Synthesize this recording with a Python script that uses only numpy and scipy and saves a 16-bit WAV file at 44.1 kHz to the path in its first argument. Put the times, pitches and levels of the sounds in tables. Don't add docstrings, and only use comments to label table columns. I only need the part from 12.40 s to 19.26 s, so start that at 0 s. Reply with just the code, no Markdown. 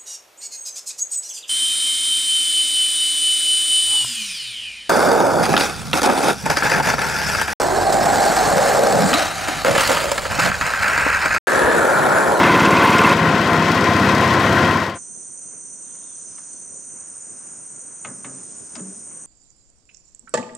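import sys
import numpy as np
from scipy import signal
from scipy.fft import rfft, irfft, next_fast_len
from scipy.io import wavfile
from scipy.ndimage import uniform_filter1d

SR = 44100
rng = np.random.default_rng(int(sys.argv[2]) if len(sys.argv) > 2 else 0)


def transcribe(signal):
    frames = np.atleast_2d(signal).T
    limited = np.clip(frames, -1, 1)
    pcm = np.round(limited * 32767).astype(np.int16)
    wavfile.write(sys.argv[1], SR, pcm)


def gain_from_db(level_db):
    decades = np.asarray(level_db, float) / 20
    return 10 ** decades


N = 302526
TIME = np.arange(N) / SR
LATER = TIME[int(2.5 * SR):]
FOREST_TOP_HZ, TOP_HZ = 9700, 15790

# time in seconds, firings a second.
SPEED = [
    [(0.0, 18.17), (0.737, 18.17)],
    [(0.737, 16.4), (1.4, 16.3), (1.5, 16.1), (2.6, 16.1)],
]
FIRST_FIRING = [.04, .36]
# exhaust in dB, casing in dB, clatter in dB, spray in dB.
SEAT_LEVELS = [(-17.5, -13.5, -26, -44.5), (-18.5, -16, -29, -49)]
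FADE_OUT_S = (2.284, 2.5915)
# frequency in Hz, left minus right in dB.
SEAT_BALANCE = [
    [(60, -3), (180, -0.5), (550, 1), (1650, 1.5), (4970, 2), (15000, -3)],
    [(60, 2), (180, 1.4), (550, 3), (1650, 6), (4970, 8), (15000, -0.5)],
]
# frequency in Hz, likeness (1 is identical).
SEAT_ALIKE = [(60, .998), (180, 1), (550, 0.99), (1650, .99), (4970, 1), (15000, 0.98)]

# frequency in Hz, level in dB.
ORDER_LEVELS = [(16, -39), (36, -32.5), (70, -11), (95, -4.5), (200, -2.5), (360, -4.5), (470, -11.5)]
ODD_ORDERS_DB = [-0.5, -2]
ORDER_TILT_DB = [1.5, -1]
# frequency in Hz, width in Hz, boost in dB.
PIPE_MODES = [(102.8, 24, 1.5), (164.6, 15, 2), (205, 20, 4), (254.3, 10, 3), (340, 33, 6), (406, 30, -1)]
# start in seconds, length in seconds, order, lift in dB.
HUMS = [(.72, .22, 10, 9), (.9, .22, 12, 8), (1.08, .27, 10, 10), (1.12, .12, 12, 4), (1.28, .18, 16, 5),
        (1.5, .3, 14, 9), (1.54, .22, 12, 7), (1.9, .16, 22, 5), (2.0, .12, 12, 4), (2.1, .14, 13, 6),
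        (2.08, .2, 22, 4)]
# frequency in Hz, level in dB.
ROAR_COLOUR = [(20, -83.5), (45, -50), (80, -35), (130, -6.5), (200, -1), (350, -5.5), (520, -15.5),
               (800, -24), (1600, -120)]

# frequency in Hz, level in dB.
CASING_COLOUR = [(100, -120), (250, -28.5), (420, -4), (800, -7.5), (1300, -5.5), (1800, -7.5),
                 (2400, -18.5), (3200, -58), (6000, -120)]
# frequency in Hz, width in Hz, boost in dB.
PANELS = [
    [(551, 37.6, 5.5), (706, 47, 5), (906, 37, 9.5), (1033, 134, 11.5), (1143, 28, 5), (1410, 49, 8.5),
     (1506, 95, 3.5), (2090, 190, 8.5)],
    [(520, 67, 5), (693, 110, 6), (930, 85, 4), (1041, 82, 12), (1401, 25, 7.5), (1524, 68, 4.5),
     (1899, 47, 9.5), (2043, 210, 5.5)],
]
# place as part of a cycle, lift in dB.
VALVES = [
    [(.14, 2), (.54, 4), (.66, 3), (.86, 2)],
    [(.13, 3.5), (.63, 2.5), (.3, 1.5), (.85, 1)],
]
# frequency in Hz, level in dB.
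CLATTER_COLOUR = [(800, -120), (1700, -28), (2300, 0), (3000, -5), (4000, -8), (6000, -13), (8000, -21),
                  (11000, -35.5), (16000, -80)]
# frequency in Hz, width in Hz, boost in dB.
FINS = [(2550, 50, 4), (2760, 37, -3), (3035, 53, 5), (3246, 88, 5.5), (3740, 100, -1)]
# place as part of a cycle, dB against the clatter.
COVER_PING = [(.69, 2.5), (.15, -8)]

# frequency in Hz, level in dB.
SPRAY_COLOUR = [(2500, -120), (5000, -29.5), (8000, -3.5), (10000, -5), (13000, -6), (15800, -10.5)]
# frequency in Hz, width in Hz, boost in dB.
SHEEN = [
    [(8710, 500, 3), (9840, 700, 5.5), (12000, 800, 1)],
    [(8500, 600, 1)],
]
# place as part of a cycle, lift in dB.
SPURTS = [
    [(.17, 6), (.63, 1.5), (.9, 4)],
    [(.19, 3), (.68, 2)],
]
SPRAY_DIES_S = (2.5, 2.575)

# time in seconds, peak in dB.
NEAR_TAPS = [(0.0323, -23.5), (0.0937, -29), (0.1426, -25), (0.197, -14.5), (0.2528, -14.5), (0.3072, -14),
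             (0.3671, -19.5), (0.4728, -18.5), (0.5033, -17.5), (0.5282, -18), (0.5821, -13.5),
             (0.614, -20), (0.6365, -20.5), (0.6928, -15)]
# time in seconds, peak in dB.
FAR_TAPS = [(0.7673, -29.5), (0.951, -35.5), (0.9804, -32), (1.0118, -29), (1.0736, -32.5), (1.132, -27.5),
            (1.2233, -30.5), (1.2477, -31.5), (1.2824, -29.5), (1.3164, -25), (1.347, -25.5), (1.408, -27),
            (1.4404, -25), (1.5344, -29), (1.5635, -31.5), (1.5959, -28), (1.6897, -29), (1.7484, -26),
            (1.7795, -29.5), (1.8094, -27.5), (1.8753, -29.5), (1.9348, -28), (1.9975, -33.5),
            (2.0918, -29.5), (2.1252, -26.5), (2.1864, -31), (2.245, -33), (2.2769, -39), (2.3088, -35),
            (2.3702, -31), (2.3991, -36), (2.4385, -38), (2.4635, -34.5), (2.4959, -37)]
# frequency in Hz, level in dB.
TAP_COLOUR = [
    [(2500, -58.5), (3800, -7), (5500, -3), (8000, -4), (10000, -17), (15800, -30)],
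    [(1800, -61), (3000, -0.5), (5000, 3.5), (7500, -3), (10000, -12), (15800, -15)],
]

# time in seconds, level in dB.
FADE_IN = [(2.53, -25), (2.56, -2.5), (2.59, 0.5)]
# frequency in Hz, half width in Hz, level in dB, left minus right in dB.
INSECTS = [(5320, 250, -85, -7.5), (6016, 260, -53, -4), (6170, 134, -49, -4), (6420, 31, -55, -12),
           (6530, 130, -63, -4), (6800, 170, -52, -2.2), (7000, 80, -47.5, -1.2), (7500, 500, -59.5, -1),
           (8137, 110, -47.5, -3), (8420, 130, -44.5, -1), (8864, 190, -41.5, -1), (9390, 140, -54.5, -1.5)]
# chirp lift in dB, wing-stroke depth in dB.
SINGERS = [(0, 1), (-2, 3.5), (3.5, 2.5), (-3, 1), (1, 1), (5, 1.1), (11, 1.7), (-2, 8), (27, 0.5),
           (7.5, 0.5), (8.5, 0), (9, 2.5)]
# chirps a second, first chirp in seconds, open share, wing strokes a second.
RHYTHMS = [(8, 2.7, .5, 40), (12.42, 2.672, .3, 62), (12.42, 2.672, .25, 49.7), (24.86, 2.685, .35, 49.7),
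           (6, 2.7, .5, 45), (3.89, 2.81, .5, 108), (3.89, 2.81, .5, 67), (5, 2.7, .5, 40),
           (12.71, 2.721, .6, 50.83), (12.69, 2.718, .5, 50.8), (14.04, 2.701, .5, 54.5),
           (14.58, 2.676, .5, 48.3)]
# start in seconds, length in seconds, lift in dB.
FAINT_BOUTS = [
    (3.74, .42, 22),
    (4.55, 0.85, 19.5),
    (5.55, 1.25, 22),
]
# start in seconds, length in seconds, lift in dB.
LOW_BOUT = [
    (2.2, 2.52, 4),
]
# start in seconds, length in seconds, share of its lift gained.
SOLO_BOUT = [
    (3.4, 3.25, 1),
]

# frequency in Hz, level in dB.
LAPPING = [(20, -23), (60, -13), (130, -1.5), (200, 1), (400, -3), (700, -11), (1100, -30), (2000, -120)]
# frequency in Hz, level in dB.
WASH = [(200, -120), (500, -0.5), (800, -3.5), (1050, 0.5), (1250, -2), (1550, -0.5), (1800, -6),
        (2800, -10.5), (3400, -22), (5000, -120)]
# frequency in Hz, level in dB.
LEAVES = [(1200, -120), (2400, -4), (3100, -3.5), (4800, -0.5), (5500, 5), (6200, -15), (8000, -120)]
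# frequency in Hz, level in dB.
TWIGS = [(2000, -120), (2700, -6.5), (3200, -3.5), (3700, -3), (4200, -12), (5000, -120)]
# start in seconds, length in seconds, lift in dB.
ROCKING = [
    (5.75, 1.3, 3),
]
# start in seconds, length in seconds, lift in dB.
RIPPLES = [
    (3.6, 0.71, 1),
    (4.45, 2.6, 3),
]
# start in seconds, length in seconds, lift in dB.
GUSTS = [
    (3.6, 0.7, 5.5),
    (5.8, 0.85, 4.5),
]
# start in seconds, length in seconds, lift in dB.
FLUTTER = [
    (3.33, .45, 13),
]
# frequency in Hz, level in dB.
AIR = [(12900, -120), (13200, -12), (13800, -6), (14000, 0), (14500, -4), (15650, -6), (15780, -120)]

# time in seconds, crack in dB, boom in dB, snap in dB, left minus right in dB.
KNOCKS = [(3.041, -59, -50.5, -77, 4), (3.129, -63, -48, -81, 4), (3.55, -51, -64, -77, -3),
          (3.83, -70, -70, -58, -1), (3.981, -42.5, -60, -70, 1.5), (4.499, -52.5, -68, -77.5, 1),
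          (5.647, -32, -38.5, -59, 1), (5.844, -36, -40.5, -66, 1), (6.353, -38, -41.5, -33, 6),
          (6.393, -44, -46, -58, 1), (6.711, -53.5, -62, -60, .5)]
# frequency in Hz, width in Hz, boost in dB.
PLANK = [(1090, 74, -2.5), (1268, 70, 6.5), (1450, 86, -2), (1690, 240, 0), (2130, 400, 7),
         (2630, 180, 4.5), (2964, 140, 6)]
# frequency in Hz, width in Hz, boost in dB.
HULL = [(135, 28, 10), (192, 14, 14.5), (260, 72, 10.5), (409, 33, 10), (604, 42, 1)]
# start in seconds, frequency in Hz, level in dB, 60 dB decay in seconds.
HULL_DRUM = [(5.66, 231, -41.5, 0.51), (5.68, 135, -43, 0.52), (5.871, 135, -45.5, 0.56),
             (5.87, 260, -43.5, 0.58), (6.362, 315, -39, 0.36), (6.369, 236, -37, 0.22),
             (6.412, 192, -27.5, 0.26), (6.445, 198, -35, 0.23), (6.362, 630, -43, 0.13),
             (6.394, 583, -51, .15), (6.4, 297, -40, .3), (6.399, 390, -41, .25), (6.465, 297, -41, 0.25),
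             (6.48, 188.5, -40, .3), (6.5, 399, -46, 0.25), (6.565, 217, -42, 0.22)]
# start in seconds, length in seconds, from Hz, to Hz, level in dB.
BIRD = [(3.44, .04, 3850, 3830, -67), (3.49, .04, 3520, 3680, -68), (3.545, .03, 3600, 3400, -70),
        (3.585, .035, 3460, 3440, -72), (3.62, .035, 3480, 3780, -63), (3.655, .045, 3780, 3520, -61),
        (3.7, .055, 3520, 3350, -65), (3.826, .012, 4350, 3750, -62), (4.065, .02, 4560, 4520, -68),
        (4.12, .025, 4480, 4520, -64), (4.18, .06, 4520, 4400, -71), (5.88, .08, 4300, 4250, -76),
        (6.06, .08, 3500, 3350, -74)]


def unit(x):
    return x / np.sqrt(np.mean(x ** 2) + 1e-20)


def along(points, hz):
    f, v = np.transpose(points)
    return np.interp(np.log(hz + 1), np.log(f + 1), v)


def colour(points):
    return lambda hz: gain_from_db(along(points, hz))


def curve(rows, t):
    s, values = np.transpose(rows)
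    return np.interp(t, s, values)


def wobble(rate, size):
    knots = rng.standard_normal(int(size * rate / SR) + 4)
    return np.interp(np.arange(size) * (rate / SR), np.arange(len(knots)), knots)


def boosts(modes, hz):
    peaks = sum(gain_from_db(db) ** 2 / (1 + (2 * (hz - c) / w) ** 2) ** 2 for c, w, db in modes)
    return np.sqrt(1 + peaks)


def noise(size, gain, alike, balance_db):
    m = next_fast_len(size)
    hz = np.fft.rfftfreq(m, 1 / SR)
    angle = np.arccos(np.clip(alike(hz) + 0 * hz, -1, 1)) / 2
    mid, side = rfft(rng.standard_normal((2, m))) * gain(hz) * [np.cos(angle), np.sin(angle)]
    left = (mid + side) * gain_from_db(balance_db(hz) / 2)
    right = (mid - side) * gain_from_db(-balance_db(hz) / 2)
    return unit(irfft(np.array([left, right]), m)[:, :size])


def seat_noise(seat, size, gain):
    return noise(size, gain, lambda hz: along(SEAT_ALIKE, hz), lambda hz: along(SEAT_BALANCE[seat], hz))


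def bumps(cycle, places, width):
    return sum(db * np.exp(-((cycle - at) % 1) / width) for at, db in places)


def swells(events, t=LATER, swell_s=0.15):
    return sum(db * np.clip(np.minimum(t - s, s + length - t) / swell_s, 0, 1) for s, length, db in events)


def below(x, top_hz):
    m = next_fast_len(x.shape[1] + SR // 10)
    return irfft(rfft(x, m) * (np.fft.rfftfreq(m, 1 / SR) < top_hz), m)[:, :x.shape[1]]


def firing_orders(seat, rate, t, cycle):
    size = len(rate)
    order = np.arange(1, 27)
    hz = order * rate.mean()
    order_db = along(ORDER_LEVELS, hz) + ODD_ORDERS_DB[seat] * (order % 2)
    order_db = order_db + ORDER_TILT_DB[seat] * np.log2(hz / 200)
    strength = gain_from_db(order_db) * boosts(PIPE_MODES, hz)
    thump_db = 4 * np.clip((16.25 - rate) / .15, 0, 1)
    tones = np.zeros(size)
    for k, gain in zip(order, strength):
        hum_db = swells([(s, length, db) for s, length, which, db in HUMS if which == k], t, 0.047)
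        lift_db = thump_db * (k in (5, 6, 8)) + hum_db + min(.15 * k, 2) * wobble(5, size)
        drift = .006 * k * k + min(.11 * k, 1) * rng.normal() + .045 * k * wobble(5, size)
        tones += gain * gain_from_db(lift_db) * np.cos(2 * np.pi * k * cycle + drift)
    return tones * gain_from_db(1.2 * wobble(16.8, size))


def exhaust(seat, rate, t, cycle):
    size = len(rate)
    tones = firing_orders(seat, rate, t, cycle)
    puff = gain_from_db(bumps(cycle, [(0, 4.1), (.5, 2.69)], width=0.14))
    roar = puff * seat_noise(seat, size, colour(ROAR_COLOUR))
    mix = 0.8 * unit(tones) * gain_from_db([[.3], [-.3]]) + .5 * unit(roar)
    return mix * signal.windows.tukey(size, 400 / size)


def casing(seat, cycle):
    size = len(cycle)
    shake = gain_from_db(bumps(cycle, [(.25, 1.8), (.8, 0.66)], width=0.058) + 0.99 * wobble(31.05, size))
    return shake * seat_noise(seat, size, lambda hz: colour(CASING_COLOUR)(hz) * boosts(PANELS[seat], hz))


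def clatter(seat, cycle):
    size = len(cycle)
    strikes_db = bumps(cycle, VALVES[seat], width=.055) * (1 + .4 * wobble(18, size))
    metal = seat_noise(seat, size, lambda hz: colour(CLATTER_COLOUR)(hz) * boosts(FINS, hz))
    valves = gain_from_db(strikes_db + 1.2 * wobble(39.55, size)) * metal
    at, ping_db = COVER_PING[seat]
    struck = gain_from_db(ping_db + 2.5 * wobble(18, size)) * np.exp(-((cycle - at) % 1) / .12)
    cover = seat_noise(seat, size, lambda hz: 1 / (1 + ((hz - 2600) / 160) ** 4))
    return unit(valves) + struck * cover * 2


def spray(seat, cycle):
    size = len(cycle)
    spurts_db = 0
    for at, db in SPURTS[seat]:
        distance = (cycle - at + .5) % 1 - .5
        spurts_db = spurts_db + db * np.exp(-np.square(distance / 0.0786))
    gate = gain_from_db(spurts_db * (1 + 0.26 * wobble(25, size)) + 1.06 * wobble(25, size))
    return gate * seat_noise(seat, size, lambda hz: colour(SPRAY_COLOUR)(hz) * boosts(SHEEN[seat], hz))


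def engine(seat):
    rows = SPEED[seat]
    span = slice(round(rows[0][0] * SR), round(rows[-1][0] * SR))
    t = TIME[span]
    rate = curve(rows, t)
    cycle = np.cumsum(rate) / SR - FIRST_FIRING[seat]
    exhaust_db, casing_db, clatter_db, spray_db = SEAT_LEVELS[seat]
    level = gain_from_db(4 * (rate[-1] - rate)) * np.interp(t, FADE_OUT_S, [1, 0])
    parts = gain_from_db(exhaust_db) * unit(exhaust(seat, rate, t, cycle))
    parts += gain_from_db(casing_db) * unit(casing(seat, cycle))
    parts += gain_from_db(clatter_db + 2.5) * unit(clatter(seat, cycle))
    parts += gain_from_db(spray_db + 4.0) * unit(spray(seat, cycle)) * np.interp(t, SPRAY_DIES_S, [1, 0])
    out = np.zeros((2, N))
    out[:, span] = level * parts
    return out


def taps(seat):
    rows = (NEAR_TAPS, FAR_TAPS)[seat]
    tap_db, rise_s, t60_s = [-8.5, 2][seat], 0.00096, 0.037
    t, out = TIME[:SR // 20], np.zeros((2, N))
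    for s, db in rows:
        burst = gain_from_db(db + tap_db - 60 * t / t60_s) * (1 - np.exp(-t / rise_s))
        out[:, round(s * SR):][:, :len(t)] += burst
    span = slice(round(rows[0][0] * SR), round(rows[-1][0] * SR) + len(t))
    out[:, span] *= seat_noise(seat, span.stop - span.start, colour(TAP_COLOUR[seat]))
    return out


def insects():
    low_db, faint_db = swells(LOW_BOUT) - 2, swells(FAINT_BOUTS)
    solo = .45 + swells(SOLO_BOUT) / 2
    turn = gain_from_db([[.5], [-.5]] * (1 - .18 * (LATER - LATER.mean())))
    size, out = len(LATER), 0
    for kind, singer, rhythm in zip(INSECTS, SINGERS, RHYTHMS):
        hz, width_hz, db, pan_db = kind
        lift_db, depth_db = singer
        rate, first, share, pulses = rhythm
        place = (rate * (LATER - first) + .5) % 1 - .5
        chirp = np.clip(5 - 10 * np.abs(place) / share, 0, 1)
        chirp = chirp * (solo if 6600 < hz < 7200 else .5)
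        strokes = np.cos(2 * np.pi * pulses * (LATER - first) + .8 * wobble(4.5, size))
        song_db = lift_db * (0.5 + 0.081 * wobble(4, size)) + 2 * depth_db * strokes
        gate = gain_from_db(chirp * song_db + 0.19 * wobble(30, size))
        band = noise(size, lambda f: 1 / (1 + ((f - hz) / width_hz) ** 4), lambda f: .85, lambda f: 0)
        bout_db = faint_db if hz < 5500 else low_db if hz < 6600 else 0
        out = out + gain_from_db(db + bout_db) * turn ** pan_db * unit(gate * band)
    return out


def shore():
    size, out = len(LATER), 0
    layers = [(-55.5 + swells(ROCKING), LAPPING, 2.3), (-60 + swells(RIPPLES), WASH, 1.6),
              (-67 + swells(GUSTS), LEAVES, 1.3), (-79 + swells(FLUTTER), TWIGS, 2.5)]
    for db, points, lump_db in layers:
        hiss = noise(size, colour(points), lambda hz: .45, lambda hz: -.5)
        out = out + gain_from_db(db + lump_db * wobble(14, size)) * hiss
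    return out


def air():
    hiss = noise(len(LATER), colour(AIR), lambda hz: .99, lambda hz: -.2)
    z = signal.stft(hiss, nperseg=1024)[2]
    field = uniform_filter1d(rng.standard_normal(z.shape[1:]), size=5, axis=0)
    field = unit(uniform_filter1d(field, size=2, axis=1))
    spells = unit(uniform_filter1d(rng.standard_normal(z.shape[2]), size=5))
    flecks = z * (field + .45 * spells > 1.15)
    return gain_from_db(-73) * signal.istft(flecks, nperseg=1024)[1][:, :len(LATER)]


def knock(t, crack_db, boom_db, snap_db, pan_db):
    ring_s = .1 if boom_db > -46 else 0.039

    def burst(points, modes=()):
        return noise(len(t), lambda hz: boosts(modes, hz) * colour(points)(hz), lambda hz: .85, lambda hz: pan_db)

    crack = burst([(200, -80), (500, -5), (1100, 2.0), (3000, -4.0), (4700, -16), (5200, -42), (9000, -100)], PLANK)
    snap = burst([(1000, -90), (2500, -26), (3500, -4), (5000, 7.0), (8000, 5), (9700, -14)])
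    boom = burst([(50, -27.5), (110, 7.5), (600, 6.5), (1000, -19), (2500, -70)], HULL)
    answer = burst([(200, -58), (600, 1), (1500, 1), (2300, -17), (4000, -63)], PLANK)
    tones = 0
    for hz, _, db in PLANK:
        fall_db = 60 * t * hz / (1700 * ring_s)
        tones = tones + gain_from_db(db - 18 + rng.normal(0, 2.5) - fall_db) * np.sin(2 * np.pi * hz * t)
    wood = gain_from_db(-60 * t / (1.05 * ring_s)) * crack + tones + gain_from_db(-7 - 60 * t / (3.4 * ring_s)) * answer
    blow = gain_from_db(crack_db) * wood + gain_from_db(snap_db - 60 * t / (0.67 * ring_s)) * snap
    hollow = gain_from_db(boom_db - 60 * t / (8.0 * ring_s)) * (1 - np.exp(-(t / 0.009) ** 2)) * boom
    return blow * (1 - np.exp(-t / 0.00091)) + hollow


def knocks():
    out, size = np.zeros((2, N + SR)), SR // 2
    t = TIME[:size]
    for s, *levels in KNOCKS:
        out[:, round(s * SR):][:, :size] += knock(t, *levels)
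    for s, hz, db, t60 in HULL_DRUM:
        fade = gain_from_db(db - 60 * t / t60 + 1.0 * wobble(32, size)) * (1 - np.exp(-t / 0.0042))
        out[:, round(s * SR):][:, :size] += fade * np.sin(2 * np.pi * hz * t)
    return out[:, :N]


def bird():
    size = len(LATER)
    hz, gain = np.zeros(size), np.zeros(size)
    for s, length, from_hz, to_hz, db in BIRD:
        on = (LATER >= s) & (LATER < s + length)
        hz[on] = from_hz + (to_hz - from_hz) * (LATER[on] - s) / length
        gain[on] = gain_from_db(db)
    gain = uniform_filter1d(gain, size=150) * (hz > 0) * gain_from_db(1.8 * wobble(60, size))
    phase = 2 * np.pi * np.cumsum(hz + 25 * wobble(80, size)) / SR
    song = (gain * np.sin(phase))[None]
    trees = rng.standard_normal((2, SR // 2)) * gain_from_db(-60 * TIME[:SR // 2] / .6)
    echoes = signal.fftconvolve(song, trees / np.linalg.norm(trees[0]), axes=1)[:, :size]
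    return song * gain_from_db([[-1.5], [1.5]]) + gain_from_db(-5) * echoes


def scene():
    out = engine(0) + engine(1) + taps(0) + taps(1)
    forest = insects() + shore() + knocks()[:, -len(LATER):] + bird()
    forest = below(forest, FOREST_TOP_HZ) + air()
    out[:, -len(LATER):] += gain_from_db(curve(FADE_IN, LATER)) * forest
    return out


def band_limit(x):
    return signal.sosfilt(signal.butter(12, 16570, fs=SR, output="sos"), x)


def record(dry):
    bass_cut = signal.butter(3, 45, "highpass", fs=SR, output="sos")
    thinned = signal.sosfilt(bass_cut, dry)
    squeezed = thinned / (1 + np.abs(thinned / .88) ** 5) ** (1 / 5)
    return band_limit(below(squeezed, TOP_HZ))


dry = scene()
out = record(dry)
transcribe(out)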